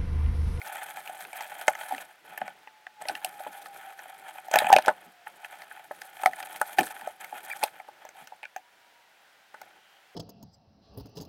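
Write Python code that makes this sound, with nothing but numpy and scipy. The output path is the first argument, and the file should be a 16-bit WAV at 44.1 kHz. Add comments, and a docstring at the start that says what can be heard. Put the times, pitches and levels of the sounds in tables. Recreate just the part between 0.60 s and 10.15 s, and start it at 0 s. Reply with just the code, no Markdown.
"""Gear on a plastic kayak hull on a calm pond, heard by a microphone shut in a small housing.
Over a faint outdoor hiss, knocks and rubs run from the start, soft bumps join from 1.3 s; each knock rings
the housing's boxy low modes, the hull's middle modes and a short bright crackle. A far engine whine sags
from 1.8 s to 5.3 s; the knocks crowd near 4 s. A gliding sine pair squeaks at 6.9 s, a fainter whine
follows at 7.2 s, and band-passed noise gives a thin fuzzy tone near 3 kHz at 9.2 s."""
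import sys
import numpy as np
from scipy import signal
from scipy.fft import rfft, irfft, next_fast_len
from scipy.io import wavfile
from scipy.ndimage import uniform_filter1d, map_coordinates

SR = 44100
rng = np.random.default_rng(int(sys.argv[2]) if len(sys.argv) > 2 else 0)


def volts_from_db(level):
    """Convert decibel levels to linear amplitude ratios."""
    exponent = np.asarray(level, float) / 20
    return 10 ** exponent


def materialize(psi):
    """Save the field psi as 16-bit PCM at rate SR to the path in sys.argv[1].

    A 1-D psi becomes a single channel; in a 2-D psi each row is a channel.
    """
    bounded = np.clip(np.atleast_2d(psi).T, -1, 1)
    quanta = np.round(bounded * 32767).astype(np.int16)
    wavfile.write(sys.argv[1], SR, quanta)


N = 421155

# Resonances of housing, hull, bright crackle and deep hull.
# Each row: centre in Hz, width in Hz, relative level in dB.
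HOUSING_MODES = [(473, 160, -40.5), (612, 61, -7.5), (751.5, 49, 1.5), (855.6, 66.5, 0)]
HULL_MODES = [(1296, 57, 3.5), (1480, 70, 6.5), (1750, 130, 4.5), (2133, 380, -1), (2470, 300, -0.5),
              (3185, 240, -3)]
CRACKLE_MODES = [(3980, 1300, -2.5), (6330, 1100, -4), (8460, 1100, -1.5), (12350, 2200, -5.5),
                 (16200, 2000, -5)]
DEEP_MODES = [(133, 47, -15), (190, 58, -2), (259, 88, 1.5), (400, 440, 1.5)]


def unit(x):
    """Scaled to rms 1."""
    return x / np.sqrt(np.mean(x ** 2) + 1e-20)


def wobble(rate_hz):
    """Smooth random curve with rate_hz knots a second."""
    knots = rng.standard_normal(int(N * rate_hz / SR) + 4)
    return map_coordinates(knots, [np.arange(N) * rate_hz / SR])


def filtered(x, response):
    """x times a complex response of frequency in Hz."""
    n = x.shape[-1]
    m = next_fast_len(n + 8192)
    return irfft(rfft(x, m) * response(np.fft.rfftfreq(m, 1 / SR)), m)[..., :n]


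def ringing(x, modes):
    """x through parallel resonances; neighbours swing in opposite phase."""
    def response(f):
        total = 0
        for k, (centre_hz, width_hz, db) in enumerate(modes):
            damping = 1j * f * width_hz
            total = total + (-1) ** k * volts_from_db(db) * damping / (centre_hz * centre_hz - f * f + damping)
        return total
    return filtered(x, response)


def place(sounds, start_s):
    """Adds each row of sounds at its start time."""
    where = np.round(start_s * SR).astype(int) + np.arange(sounds.shape[1])
    return np.bincount(where.ravel(), sounds.ravel(), N + sounds.shape[1])[:N]


def grains(per_second, spread_db, life_ms):
    """Random tiny contacts, a few much larger than the rest, each a short puff of noise."""
    hit = rng.random(N) < per_second / SR
    size = hit * volts_from_db(spread_db * np.minimum(rng.exponential(size=N), 4))
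    t = np.arange(1024) / SR
    envelope = signal.fftconvolve(size, np.exp(-1000 * t / life_ms))[:N]
    return unit(envelope * rng.standard_normal(N))


def pings(count, centre_hz, spread, cycles, spread_db):
    """Dense tiny snaps, each at its own pitch and only a few cycles long."""
    when = rng.random((count, 1))
    pitch = rng.standard_normal((count, 1))
    size = rng.exponential(size=(count, 1))
    hz = np.clip(centre_hz * np.exp(spread * pitch), 2000, 16000)
    turn = hz * np.arange(96) / SR
    envelope = turn * np.exp(-turn / cycles)
    snap = volts_from_db(spread_db * np.minimum(size, 4)) * envelope * np.sin(2 * np.pi * turn)
    return unit(place(snap, when * N / SR))


def struck(force, modes, scatter_db):
    """Rows of force ring the modes at new strengths each time; each row peaks at 1."""
    luck = rng.standard_normal((len(force), len(modes), 1))
    scattered = [(hz, width_hz, db + scatter_db * luck[:, m]) for m, (hz, width_hz, db) in enumerate(modes)]
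    ring = ringing(force, scattered)
    # a broad hump keeps the sound in its range
    first_hz, last_hz = modes[0][0], modes[-1][0]
    ring = ringing(ring, [(np.sqrt(first_hz * last_hz), 1.9 * last_hz, 0)])
    return ring / np.abs(ring).max(axis=1, keepdims=True)


def air():
    """Outdoor hiss through the housing: shaped noise, its level barely breathing."""
    # Hiss spectrum. Each row: frequency in Hz, relative density in dB per Hz.
    hiss_spectrum = [(25, -30.5), (200, -16.5), (400, -13.5), (750, -0.5), (1130, -8), (1480, -1.5),
                     (2900, -7.5), (7000, -19), (12000, -24), (16000, -18)]
    level_db = -61
    hz, db = np.transpose(hiss_spectrum)
    hiss = filtered(rng.standard_normal(N), lambda f: volts_from_db(np.interp(np.log(f + 1), np.log(hz + 1), db)))
    return volts_from_db(level_db + 0.92 * wobble(6.0)) * unit(hiss)


def whines():
    """Far engines: sines sagging steadily in pitch, slightly unsteady in pitch and level."""
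    # Each row: start in s, loudest in s, end in s, pitch at start in Hz before waver,
    # loudest level in dB before flicker.
    whine_rows = [(1.8, 2.848, 5.3, 881, -47), (7.201, 8.3, 8.85, 1019, -65.5)]
    sag_hz_per_s, waver_hz = 61, 5
    end_drop_db, flicker_db = 21.5, 3
    t = np.arange(N) / SR
    out = np.zeros(N)
    for start, loudest, end, start_hz, loudest_db in whine_rows:
        hz = start_hz - sag_hz_per_s * (t - start) + waver_hz * wobble(22)
        db = loudest_db - end_drop_db * np.interp(t, [start, loudest, end], [1, 0, 1])
        heard = (t > start) & (t < end)
        tone = np.sin(2 * np.pi * np.cumsum(hz) / SR)
        out = out + heard * volts_from_db(db + flicker_db * wobble(25)) * tone
    return out


def fuzzy_tone():
    """Thin far tone: noise through two narrow resonances near 3 kHz, fading on both sides."""
    start_s, length_s = 9.22, 0.15
    level_db, fade_db_per_s = -67.5, 148.5
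    t = np.arange(N) / SR
    away_s = np.maximum(np.abs(t - start_s - length_s / 2) - length_s / 2, 0)
    tone = ringing(rng.standard_normal(N), [(2866, 96, -1.7), (3170, 83, 0)])
    return volts_from_db(level_db - fade_db_per_s * away_s) * unit(tone)


def squeak():
    """Rubber sticks and slips on plastic: a brief arched tone with a weak octave."""
    start_s, length_s, edge_s = 6.899, 0.039, 0.008
    low_hz, top_hz, sag_hz_per_s = 1550, 2430, 4000  # low and top before the sag
    level_db, rough_db, octave_db = -36.5, 4.5, -23
    t = np.arange(N) / SR - start_s
    inside_s = np.minimum(t, length_s - t)
    hz = low_hz + (top_hz - low_hz) * np.clip(inside_s / edge_s, 0, 1) - sag_hz_per_s * t
    phase = 2 * np.pi * np.cumsum(hz) / SR
    gate = np.clip(inside_s / 0.00041, 0, 1)
    tone = np.sin(phase) + volts_from_db(octave_db) * np.sin(2 * phase)
    return gate * volts_from_db(level_db + rough_db * wobble(400)) * tone


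def shifting():
    """Rub and rustle levels in dB as the paddler shifts about: quick attack, ripple, fade; powers add."""
    # Each row: time of full level in s, length before the fade in s, rubbing in dB before ripple,
    # rustle over rubbing in dB, ripple rate in Hz.
    shift_rows = [(-.082, 0.92, -45, -7, 12.9), (0.909, 0.49, -44, -8.5, 9.9),
                  (1.652, 0.204, -49, -15.5, 8.5), (2.418, 0.26, -45, -10.5, 13),
                  (2.68, 0.56, -48.5, -8, 10.56), (3.214, 1, -51, -10.5, 10.7),
                  (3.94, 0.17, -30.5, -19.5, 26), (4.28, 0.04, -47.5, -10.5, 12),
                  (4.414, 0.041, -54.5, -11, 19), (4.674, 0.36, -54, -10.5, 11.8),
                  (5.121, 0.049, -48.5, -11, 23), (5.319, 0.29, -49.5, -8, 8.2),
                  (5.616, 0.235, -47.5, -9, 7.5), (5.906, 0.21, -43, -7, 17.6),
                  (6.181, 0.049, -38, -5.5, 23), (6.362, 0.094, -45.5, -8.5, 20.3),
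                  (6.61, 0.157, -48, -8.5, 5.5), (6.839, 0.19, -44, -8.5, 16.5),
                  (7.114, 0.35, -58.5, -17, 23.2), (7.559, 0.025, -52, -10, 21),
                  (8.946, 0.15, -58, -18, 13)]
    attack_s, fade_db_per_s = 0.02, 105
    ripple_db = 2  # level ripple either way
    still_rub_db, still_rustle_db = -74, -82
    t = np.arange(N) / SR
    rub_power, rustle_power = volts_from_db(2 * still_rub_db), volts_from_db(2 * still_rustle_db)
    for s, length_s, db, bright_db, ripple_hz in shift_rows:
        ripples_db = ripple_db * np.cos(2 * np.pi * ripple_hz * (t - s))
        fade_db = fade_db_per_s * np.maximum(t - s - length_s, 0)
        attack = np.clip((t - s) / attack_s + 1, 0, 1)
        power = attack ** 2 * volts_from_db(2 * (db + ripples_db - fade_db))
        rub_power = rub_power + power
        rustle_power = rustle_power + power * volts_from_db(2 * bright_db)
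    return 10 * np.log10(rub_power), 10 * np.log10(rustle_power)


def moving():
    """Cloth and gear slide on the plastic in clumped grains; the rocking hull rumbles along."""
    rub_db, rustle_db = shifting()
    clumps = wobble(18)
    slips = grains(440, spread_db=2.5, life_ms=1.9) + 0.67 * rng.standard_normal(N)
    rub = 0.72 * unit(ringing(slips, HOUSING_MODES)) + 0.64 * unit(ringing(slips, HULL_MODES))
    snaps = pings(count=9000, centre_hz=11840, spread=0.17, cycles=1.6, spread_db=3.0)
    rustle = unit(unit(ringing(slips, CRACKLE_MODES)) + 1.23 * snaps)
    rumble = unit(volts_from_db(3 * wobble(18)) * ringing(rng.standard_normal(N), DEEP_MODES))
    rub = volts_from_db(rub_db + 3.3 * clumps) * rub
    rustle = volts_from_db(rustle_db + 2.2 * clumps + 3.5 * wobble(110)) * rustle
    return rub + rustle + volts_from_db(0.52 * rub_db - 39.5) * rumble


def bumps():
    """Soft weight lands on the hollow hull: a slow rough push into the deep modes near the loaded spot."""
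    # Each row: start in s, peak in dB, pitch of the loaded spot in Hz.
    bump_rows = [(1.319, -40, 253), (1.685, -55, 165), (1.805, -42, 140), (1.884, -57, 160),
                 (2.491, -37.5, 312), (2.861, -47, 250), (3.941, -38, 200), (4.03, -39, 190),
                 (4.138, -36.5, 181.5), (4.272, -44, 195), (4.456, -51, 203), (5.658, -42.5, 252),
                 (6.183, -20.5, 307), (6.412, -50.5, 225), (6.717, -44.5, 247), (7.599, -53, 150)]
    s, peak_db, spot_hz = (c[:, None] for c in np.transpose(bump_rows))
    u = np.arange(8192) / SR / 0.014  # time over the 14 ms push
    force = rng.standard_normal((len(s), len(u))) * u * np.exp(-u)
    modes = [(hz, width_hz, db - 12 * np.abs(np.log2(hz / spot_hz))) for hz, width_hz, db in DEEP_MODES]
    return place(volts_from_db(peak_db) * struck(force, modes, scatter_db=1.0), s)


def knocks():
    """Each contact is a sharp blow with a rough rattle after it, in housing, hull and crackle."""
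    # Each row: start in s, hull peak in dB, housing peak over hull in dB,
    # crackle peak (hard edge) over hull in dB, pitch of the struck spot in Hz.
    knock_rows = [(.015, -27.5, -17, -14, 1920), (0.074, -37.5, 4, 2, 1740), (0.168, -32, -37, -3, 1820),
                  (.23, -37, -17, -3, 2500), (.475, -27.5, -19, -10, 2170), (.496, -42.5, 13, -1, 1750),
                  (.65, -31, -11, -17, 2150), (.73, -31.5, -1.5, -4, 2280), (0.807, -29, -0.5, -4, 2010),
                  (1.012, -32, -21, 1, 2180), (1.08, -7.5, -1, -6, 2070), (1.151, -28, -8, -11, 2000),
                  (1.309, -43.5, 19, -3, 1710), (1.321, -40, 18.5, -4, 1420),
                  (1.347, -27.5, -13, -4.5, 1800), (1.38, -28, -6, -19, 2220), (1.776, -26.5, -8, -2, 2170),
                  (1.815, -25.5, 5.5, -32, 1920), (1.878, -28.5, -3, -13, 1940),
                  (2.073, -36, -3.5, -25, 1940), (2.267, -28.5, -12.5, -30, 1620),
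                  (2.414, -46.5, 11, 1, 1700), (2.42, -38, 5.5, 3, 1904), (2.454, -30.5, 0.5, -18, 1970),
                  (2.485, -25.5, -3.5, 6, 2680), (2.495, -27, 4.5, -6.5, 1610),
                  (2.552, -22.5, -31, -17.5, 2770), (2.646, -21, -3.5, 4, 2720),
                  (2.802, -59.5, 31.5, -10, 1550), (2.866, -49.5, 23.5, -2, 1460),
                  (3.058, -31.5, -7, -6.5, 1520), (3.391, -33, -6.5, -6.5, 1870),
                  (3.883, -44.5, 15.5, 4.5, 1860), (3.913, -30.5, 4.5, 3, 2110),
                  (3.938, -13, 4.5, -4.5, 1560), (3.957, -8.5, 0, -7, 2480), (3.968, -23, 12, -13, 2264),
                  (3.987, -8.5, -19, -2.5, 3800), (4.02, -26, 8.5, -16.5, 1486),
                  (4.044, -25, 0, -26.5, 1930), (4.068, -21, 3, -7.5, 2537), (4.102, -29.5, 20.5, -2, 1920),
                  (4.117, -23, 11, -14, 1610), (4.127, -10.5, 11.5, 2.5, 1880), (4.136, -12, 6, -21, 2260),
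                  (4.163, -6, -1.5, -16.5, 2470), (4.184, -17, 5.5, -2, 1900), (4.222, -36, -9, 6, 2086),
                  (4.26, -27.5, -6, 5, 2100), (4.27, -32.5, 11, -18, 1950), (4.281, -9, 4.5, -16, 1535),
                  (4.289, -14.5, 1, -24.5, 1530), (4.669, -30, -6, -33, 1920), (4.846, -28, -11, -14, 2040),
                  (5.019, -34, -9, -7, 1690), (5.112, -31.5, -23, -33, 1650), (5.31, -32.5, 5.5, -28, 1700),
                  (5.417, -28, -14, -5, 2000), (5.634, -24, 5.5, -4, 1980), (5.659, -7, -1.5, -9.5, 1440),
                  (5.733, -26.5, -8, -12, 1830), (5.802, -32.5, -24, -16, 1700),
                  (5.827, -31, -3.5, -2.5, 2210), (6.014, -13, -2.5, -5.5, 1420),
                  (6.185, -12, 2.5, -17.5, 1840), (6.19, -13.5, -5, -3, 2180),
                  (6.208, -21.5, -12, -4, 2350), (6.231, -29, -2, 3, 1760), (6.411, -34, -13, -4, 1830),
                  (6.418, -47, 13.5, -8, 1500), (6.473, -33, 12.5, -3.5, 1420),
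                  (6.644, -29.5, -15, -2.5, 2120), (6.725, -44, 18, -13, 1850), (7.029, -21, 3, -11, 1940),
                  (7.036, -18.5, 2, 6, 2470), (7.199, -33.5, -0.5, -17, 1480), (7.286, -49, 14.5, -4, 1480),
                  (7.451, -47, 12, 8.5, 1970), (7.489, -40, -7, 2, 2200), (7.672, -39, -8, 4, 2100),
                  (7.721, -53.5, 21, -13.5, 1520), (7.83, -31, -6, -15.5, 2375),
                  (7.838, -30.5, -14, -30, 2500), (7.853, -30, -21.5, -34, 2400),
                  (7.962, -29, 1.5, -3.5, 1960), (8.943, -36, -0.5, -13.5, 1600),
                  (9.015, -37, 1.5, 0.5, 2050)]
    chatter_db = 4.5
    s, hull_db, shake_db, hard_db, spot_hz = (c[:, None] for c in np.transpose(knock_rows))
    t = np.arange(4096) / SR
    shape = len(s), len(t)
    # the struck spot rings at its own pitch and favours the hull modes near it
    hull = [(hz, width_hz, db - 13 * np.abs(np.log2(hz / spot_hz))) for hz, width_hz, db in HULL_MODES]
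    hull.append((spot_hz, 230, 3))
    # loose gear chatters unevenly after the blow
    chatter = volts_from_db(chatter_db * unit(uniform_filter1d(rng.standard_normal(shape), size=100)))
    # Each row: peak in dB, modes, blow in s, roughness from 0 to 1, rattle decay in s, rattle in dB.
    parts = [(hull_db + shake_db, HOUSING_MODES, .00015, .3, .014, -17),
             (hull_db, hull, .0007, .95, .009, -18),
             (hull_db + hard_db, CRACKLE_MODES, .001, 1, .011, -15)]
    sound = 0
    for peak_db, modes, blow_s, rough, rattle_s, rattle_db in parts:
        noise = rng.standard_normal(shape)
        push = t / blow_s * np.exp(1 - t / blow_s) * (1 - rough + rough * noise)
        rattle_envelope = np.exp(-t / rattle_s) * (1 - np.exp(-t / blow_s))
        force = push + volts_from_db(rattle_db) * chatter * rattle_envelope * noise
        sound = sound + volts_from_db(peak_db) * struck(force, modes, scatter_db=5.5)
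    return place(sound, s)


def scene():
    """All sources reach one microphone."""
    return (air() + whines() + fuzzy_tone() + squeak() + moving() + bumps() + knocks())[None]


def roll_off(x):
    """The treble ends steeply here."""
    return signal.sosfilt(signal.butter(12, 16660, fs=SR, output="sos"), x)


def record(dry):
    """The loudest blows flatten, one side sooner, which adds a low thump; the treble is band-limited."""
    band_limit_hz, rolloff_hz = 16000, 15900
    ceiling = np.where(dry > 0, 0.8, 0.76)
    soft = dry / (1 + np.abs(dry / ceiling) ** 6) ** (1 / 6)
    mix = filtered(soft, lambda hz: (hz < band_limit_hz) / (1 + (hz / rolloff_hz) ** 12))
    return roll_off(mix)


dry = scene()
out = record(dry)
materialize(out)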